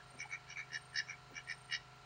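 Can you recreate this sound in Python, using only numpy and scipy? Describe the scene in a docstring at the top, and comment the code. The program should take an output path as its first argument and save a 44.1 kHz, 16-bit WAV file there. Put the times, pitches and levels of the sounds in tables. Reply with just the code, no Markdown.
"""A distant engine hums over outdoor air throughout. At the start an insect trills, the tail of an earlier
quack fades, two faint hoarse notes sound and webbed feet pat the earth. From 0.2 s drakes a few steps away give
ten short raspy quacks, each a train of air puffs, about ninety a second, exciting the resonances of throat and
bill, with a brief yard echo. Two more trills and two more pats fall among them. The last quack comes near 1.7
s, and a faint scuff of grit follows."""
import sys
import numpy as np
from scipy import signal
from scipy.fft import rfft, irfft, next_fast_len
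from scipy.io import wavfile
from scipy.ndimage import map_coordinates

SR = 44100
rng = np.random.default_rng(int(sys.argv[2]) if len(sys.argv) > 2 else 0)


def unload_audio(sound):
    """Save the sound as a 16-bit wav file, at the path given as the first command line argument."""
    columns = np.transpose(np.atleast_2d(sound))
    # keep every value between -1 and 1, then stretch to whole-number steps
    steps = np.round(np.clip(columns, -1, 1) * 32767)
    wavfile.write(sys.argv[1], SR, steps.astype(np.int16))


N = 90404


def amp(db):
    return 10 ** (np.asarray(db) / 20)

def rms(x):
    return np.sqrt(np.mean(x ** 2) + 1e-20)

def unit(x):
    return x / rms(x)

def clock():
    return np.arange(N) / SR

def gaussian(t, width):
    return np.exp(-.5 * (t / width) ** 2)

def along(points, hz):
    """Interpolation of (frequency, value) points on a logarithmic frequency axis."""
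    freqs, values = np.transpose(points)
    return np.interp(np.log(hz + 1), np.log(freqs + 1), values)

def filtered(x, response):
    """Linear filtering: the spectrum of x is multiplied by a frequency response."""
    size = next_fast_len(N + SR // 4)
    return irfft(rfft(x, size) * response(np.fft.rfftfreq(size, 1 / SR)), size)[:N]

def resonate(x, resonances):
    """Forced vibration: x drives steep parallel resonators, each with its own share of the energy."""
    out = 0
    for hz, width, db in resonances:
        section = np.concatenate(signal.iirpeak(hz, hz / (2 * width), SR))
        out = out + amp(db) * unit(signal.sosfilt([section] * 4, x))
    return unit(out)

def burst(time, half_length, resonances):
    """Transient excitation: noise under a Gaussian envelope drives resonators."""
    swell = gaussian(clock() - time, half_length) + 1e-9
    return rms(swell) * resonate(swell * rng.standard_normal(N), resonances)

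def add(out, start, x):
    """Superposition: x is summed into out from a start time."""
    i = round(start * SR)
    x = x[max(-i, 0):N - i]
    out[max(i, 0):][:len(x)] += x


# outdoor noise spectrum (frequency [Hz], relative density [dB])
AIR_SPECTRUM = [(15, -120), (30, -100), (45, -94), (90, -94.5), (140, -95), (220, -99), (350, -106),
                (600, -103), (1000, -102), (1500, -100.5), (2000, -100), (3100, -101), (3500, -108),
                (4000, -100), (5000, -107), (6300, -112), (7300, -110), (8000, -122), (8650, -111),
                (9600, -128), (13800, -136), (14800, -125), (15700, -122)]

def air(level_db=-63.5):
    """Stationary noise: the outdoor background keeps one spectral shape."""
    noise = filtered(rng.standard_normal(N), lambda hz: amp(along(AIR_SPECTRUM, hz)))
    return amp(level_db) * unit(noise)


# strong engine harmonics (multiple of the firing rate [1], level [dB])
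ENGINE_HARMONICS = [(2, -78), (5, -65.5), (6, -72.5), (14, -82.5), (16, -75.5), (18, -83.5), (23, -83.5),
                    (28, -70.5), (39, -75.5), (52, -70), (53, -71.5), (55, -74)]
# spectral envelope of the other harmonics (frequency [Hz], level [dB])
ENGINE_ENVELOPE = [(50, -89), (200, -93.5), (330, -93), (520, -99.5), (620, -84), (770, -82), (1020, -81.5),
                   (1230, -84), (1340, -89), (1600, -85.5), (2000, -90.5), (2600, -101.5)]

def engine(firing_hz=25.76):
    """Harmonic series: periodic firing puts a far engine's sound at multiples of one rate."""
    orders = np.arange(2, 100)
    levels = along(ENGINE_ENVELOPE, orders * firing_hz) + rng.standard_normal(len(orders))
    for order, db in ENGINE_HARMONICS:
        levels[orders == order] = db
    drift = map_coordinates(rng.standard_normal(16), [clock() * 5])
    cycles = firing_hz * clock() + .001 * drift
    return sum(np.sqrt(2) * amp(db) * np.sin(2 * np.pi * (order * cycles + phase))
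               for order, db, phase in zip(orders, levels, rng.random(len(orders))))


# wing resonances (offset from the chirp pitch [Hz], bandwidth [Hz], relative level [dB])
WING_MODES = [(0, 80, 0), (-230, 200, -13)]
# trills (first chirp [s], chirp rate [1/s], level [dB], chirps [count])
INSECT_TRILLS = [(.001, 25.3, -74.5, 3), (.110, 25.7, -67, 6), (.742, 25.0, -67, 7),
                 (1.448, 29.3, -67.5, 9)]

def insect(chirp_hz=8722, half_length_s=.0079):
    """Stridulation: evenly spaced strokes excite the high resonances of a wing."""
    out = np.zeros(N)
    t = np.arange(-SR // 20, SR // 20) / SR
    wing = [(chirp_hz + offset, width, db) for offset, width, db in WING_MODES]
    for start, rate, db, count in INSECT_TRILLS:
        for k in range(count):
            chirp = gaussian(t, half_length_s) * resonate(rng.standard_normal(len(t)), wing)
            add(out, start + k / rate + t[0], amp(db) * chirp)
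    return out


# the fading tail of an earlier quack, then two faint notes (time [s], half-length [s], frequency [Hz], level
# [dB])
FAINT_NOTES = [(.006, 0.013, 1657, -59.5), (0.11, 0.03, 597, -71), (.254, 0.0056, 850, -52)]

def faint_notes(bandwidth_hz=108):
    """Narrow-band noise: a brief swell of it is heard as a hoarse tone."""
    out = 0
    for time, half_length, hz, db in FAINT_NOTES:
        swell = gaussian(clock() - time, half_length)
        tone = swell * resonate(rng.standard_normal(N), [(hz, bandwidth_hz, 0)])
        out = out + amp(db) * rms(swell) * unit(tone)
    return out


# foot pats (time [s], half-length [s], level [dB])
FOOT_PATS = [(0.147, 0.0056, -57), (0.185, 0.014, -66), (0.738, 0.022, -68.5), (1.317, .013, -59)]
# scuffs (time [s], level [dB])
GRIT_SCUFFS = [(1.317, -79), (1.957, -85)]
# resonances of earth and of grit (frequency [Hz], bandwidth [Hz], relative level [dB])
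EARTH_MODES = [(258, 95, 14), (432, 290, 14), (640, 73, 1)]
GRIT_MODES = [(15300, 500, 0)]

def feet(scuff_half_length_s=.008):
    """Impact and friction: webbed feet draw low pats from the soil and high scuffs from its grit."""
    pats = sum(amp(db) * burst(time, half_length, EARTH_MODES) for time, half_length, db in FOOT_PATS)
    scuffs = sum(amp(db) * burst(time, scuff_half_length_s, GRIT_MODES) for time, db in GRIT_SCUFFS)
    return pats + scuffs


def yard(x, t60_s=.18):
    """Reverberation: diffuse reflections from ground, plants and walls decay exponentially."""
    t = np.arange(SR // 3) / SR
    build_up = 1 - np.exp(-t / .002)
    tail = rng.standard_normal(len(t)) * amp(-60 * t / t60_s) * build_up
    return signal.fftconvolve(x, tail / np.linalg.norm(tail))[:N]


RING_DELAY_S = .0042  # a resonance peaks about this long after its puff

def puffs(t, rate, jitter_s=.0003, shimmer_db=1.7):
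    """Jitter and shimmer: the puffs of a nearly periodic train vary in timing and size."""
    k = np.arange(-7, 8)
    peaks = k / rate + jitter_s * rng.standard_normal(len(k))
    age = np.maximum(t - peaks[:, None] + RING_DELAY_S, 0)
    sizes = amp(shimmer_db * rng.standard_normal(len(k)))
    return peaks, age, sizes

def breath(t, rise, fall, exponent=1.98):
    """Amplitude envelope: a bell-shaped swell with separate rise and fall times."""
    return np.exp(-.5 * np.abs(t / np.where(t < 0, rise, fall)) ** exponent)

def puff_rings(age, sizes, resonances, onset_power=3.5, scatter_hz=51.4):
    """Impulse response: at each puff every resonance swells and decays, at a slightly different pitch."""
    out = 0
    for hz, width, db in resonances:
        scaled_age = age * width * np.pi * np.sqrt(onset_power / 2)
        envelope = scaled_age ** onset_power * np.exp(-scaled_age)
        pitch = hz + scatter_hz * rng.standard_normal((len(sizes), 1))
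        wave = np.sin(2 * np.pi * (pitch * age + rng.random((len(sizes), 1))))
        out = out + amp(db) * unit(sizes @ (envelope * wave))
    return unit(out)

def turbulence(flow, resonances):
    """Flow noise: its amplitude follows the airflow, and the resonances colour it."""
    return resonate(flow * rng.standard_normal(len(flow)), resonances)


# formants of the voice bands (frequency [Hz], bandwidth [Hz], relative level [dB])
MOUTH_FORMANTS = [(1380, 180, -15), (1620, 220, -16), (1960, 220, -15), (2265, 170, 0)]
BILL_FORMANTS = [(2880, 130, 0), (3240, 110, -12)]
RASP_FORMANTS = [(3860, 150, 0), (4500, 220, -1.5)]
BILL_TIP_FORMANT = [(6152, 235, -13.5)]
# hiss formants (offset from the hiss pitch [Hz], bandwidth [Hz], relative level [dB])
HISS_FORMANTS = [(-330, 170, -5), (30, 130, 0), (400, 150, -8)]
# quacks; the fourth opens with a single hard puff, which has its own row
# (time [s], rise [s], fall [s], puff rate [1/s], throat pitch [Hz], hiss pitch [Hz], hiss lead [s],
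#  hiss half-length [s], throat level [dB], mouth level [dB], bill level [dB], rasp level [dB],
#  hiss level [dB])
DRAKE_QUACKS = [ (.216, 0.016, 0.02, 80, 1864, 5700, .006, 0.0096, -56, -45, -61.5, -67, -49),
                (0.336, 0.019, .018, 95, 1860, 5980, 0.00024, .012, -52, -42, -69.5, -61, -56),
                (0.514, 0.02, 0.014, 90, 1690, 5670, 0.00014, 0.013, -58, -52, -59, -62.5, -55),
                (0.572, 0.0071, 0.0048, 93, 2295, 6000, -0.01, 0.0045, -42.5, -43.5, -71, -66, -60),
                (0.592, 0.0073, 0.02, 108, 1785, 6055, -0.003, 0.014, -51.5, -43, -83, -59, -60.5),
                (0.759, 0.026, 0.012, 78, 1757, 5486, 0.0071, .014, -42.5, -52.5, -55, -54.5, -47),
                (0.988, 0.023, .016, 73, 1765, 5330, 0.0046, 0.014, -37.5, -48.5, -51, -45, -39),
                (1.109, 0.017, 0.018, 91, 1665, 5696, 0.0058, 0.015, -56, -45.5, -65.5, -73, -55.5),
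                (1.380, 0.018, 0.013, 82.5, 1675, 5670, 0.0065, .012, -51.5, -48, -55, -71, -53.5),
                (1.512, 0.02, 0.015, 84, 1880, 5390, -0.0033, 0.015, -43, -47, -59, -59, -51.5),
                (1.738, 0.019, 0.016, 77.6, 1877, 5330, -0.0059, 0.016, -40.5, -43.5, -43.5, -47, -44.5)]

def drakes(steady_flow=.75, puff_decay_s=.015, throat_width_hz=220, breathy_db=-4,
           high_ring_db=-2.5, high_widening=1.27, cutoff_hz=7240):
    """Source and filter: air puffs excite the formants of throat and bill and modulate a shorter hiss."""
    out = np.zeros(N)
    t = np.arange(-SR // 10, SR // 10) / SR
    for time, rise, fall, rate, throat_hz, hiss_hz, lead, half_length, *levels in DRAKE_QUACKS:
        throat_db, mouth_db, bill_db, rasp_db, hiss_db = levels
        peaks, age, sizes = puffs(t, rate)
        flow = steady_flow + sizes @ (np.exp(-age / puff_decay_s) * (age > 0))
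        body = lambda at: breath(at, rise, fall)
        jet = lambda at: breath(at + RING_DELAY_S + lead, half_length, half_length)
        throat = [(throat_hz, throat_width_hz, 0)]
        hiss = [(hiss_hz + offset, width, db) for offset, width, db in HISS_FORMANTS] + BILL_TIP_FORMANT
        voice = 0
        # low bands: ringing outweighs turbulence
        for formants, band_db in [(throat, throat_db), (MOUTH_FORMANTS, mouth_db),
                                  (BILL_FORMANTS, bill_db)]:
            rings = puff_rings(age, sizes * body(peaks), formants)
            noise = amp(breathy_db) * turbulence(body(t) * flow, formants)
            voice = voice + amp(band_db) * rms(body(t)) * unit(rings + noise)
        # high bands: turbulence dominates, and the widened rings die sooner
        for formants, band_db in [(RASP_FORMANTS, rasp_db), (hiss, hiss_db)]:
            damped = [(hz, high_widening * width, db) for hz, width, db in formants]
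            rings = amp(high_ring_db) * puff_rings(age, sizes * jet(peaks), damped)
            noise = turbulence(jet(t) * flow, formants)
            voice = voice + amp(band_db) * rms(jet(t)) * unit(rings + noise)
        add(out, time + t[0], voice)
    return signal.sosfilt(signal.butter(8, cutoff_hz, fs=SR, output="sos"), out)


def scene(echo_db=-13):
    """Superposition: near sounds and their yard echo add to engine, air and insect."""
    near = drakes() + feet() + faint_notes()
    return (near + amp(echo_db) * yard(near) + engine() + air() + insect())[None]

def record(dry):
    """Band limiting: an ideal low-pass filter removes everything above 15.8 kHz."""
    return np.array([filtered(x, lambda hz: hz < 15800) for x in dry])


dry = scene()
out = record(dry)
unload_audio(out)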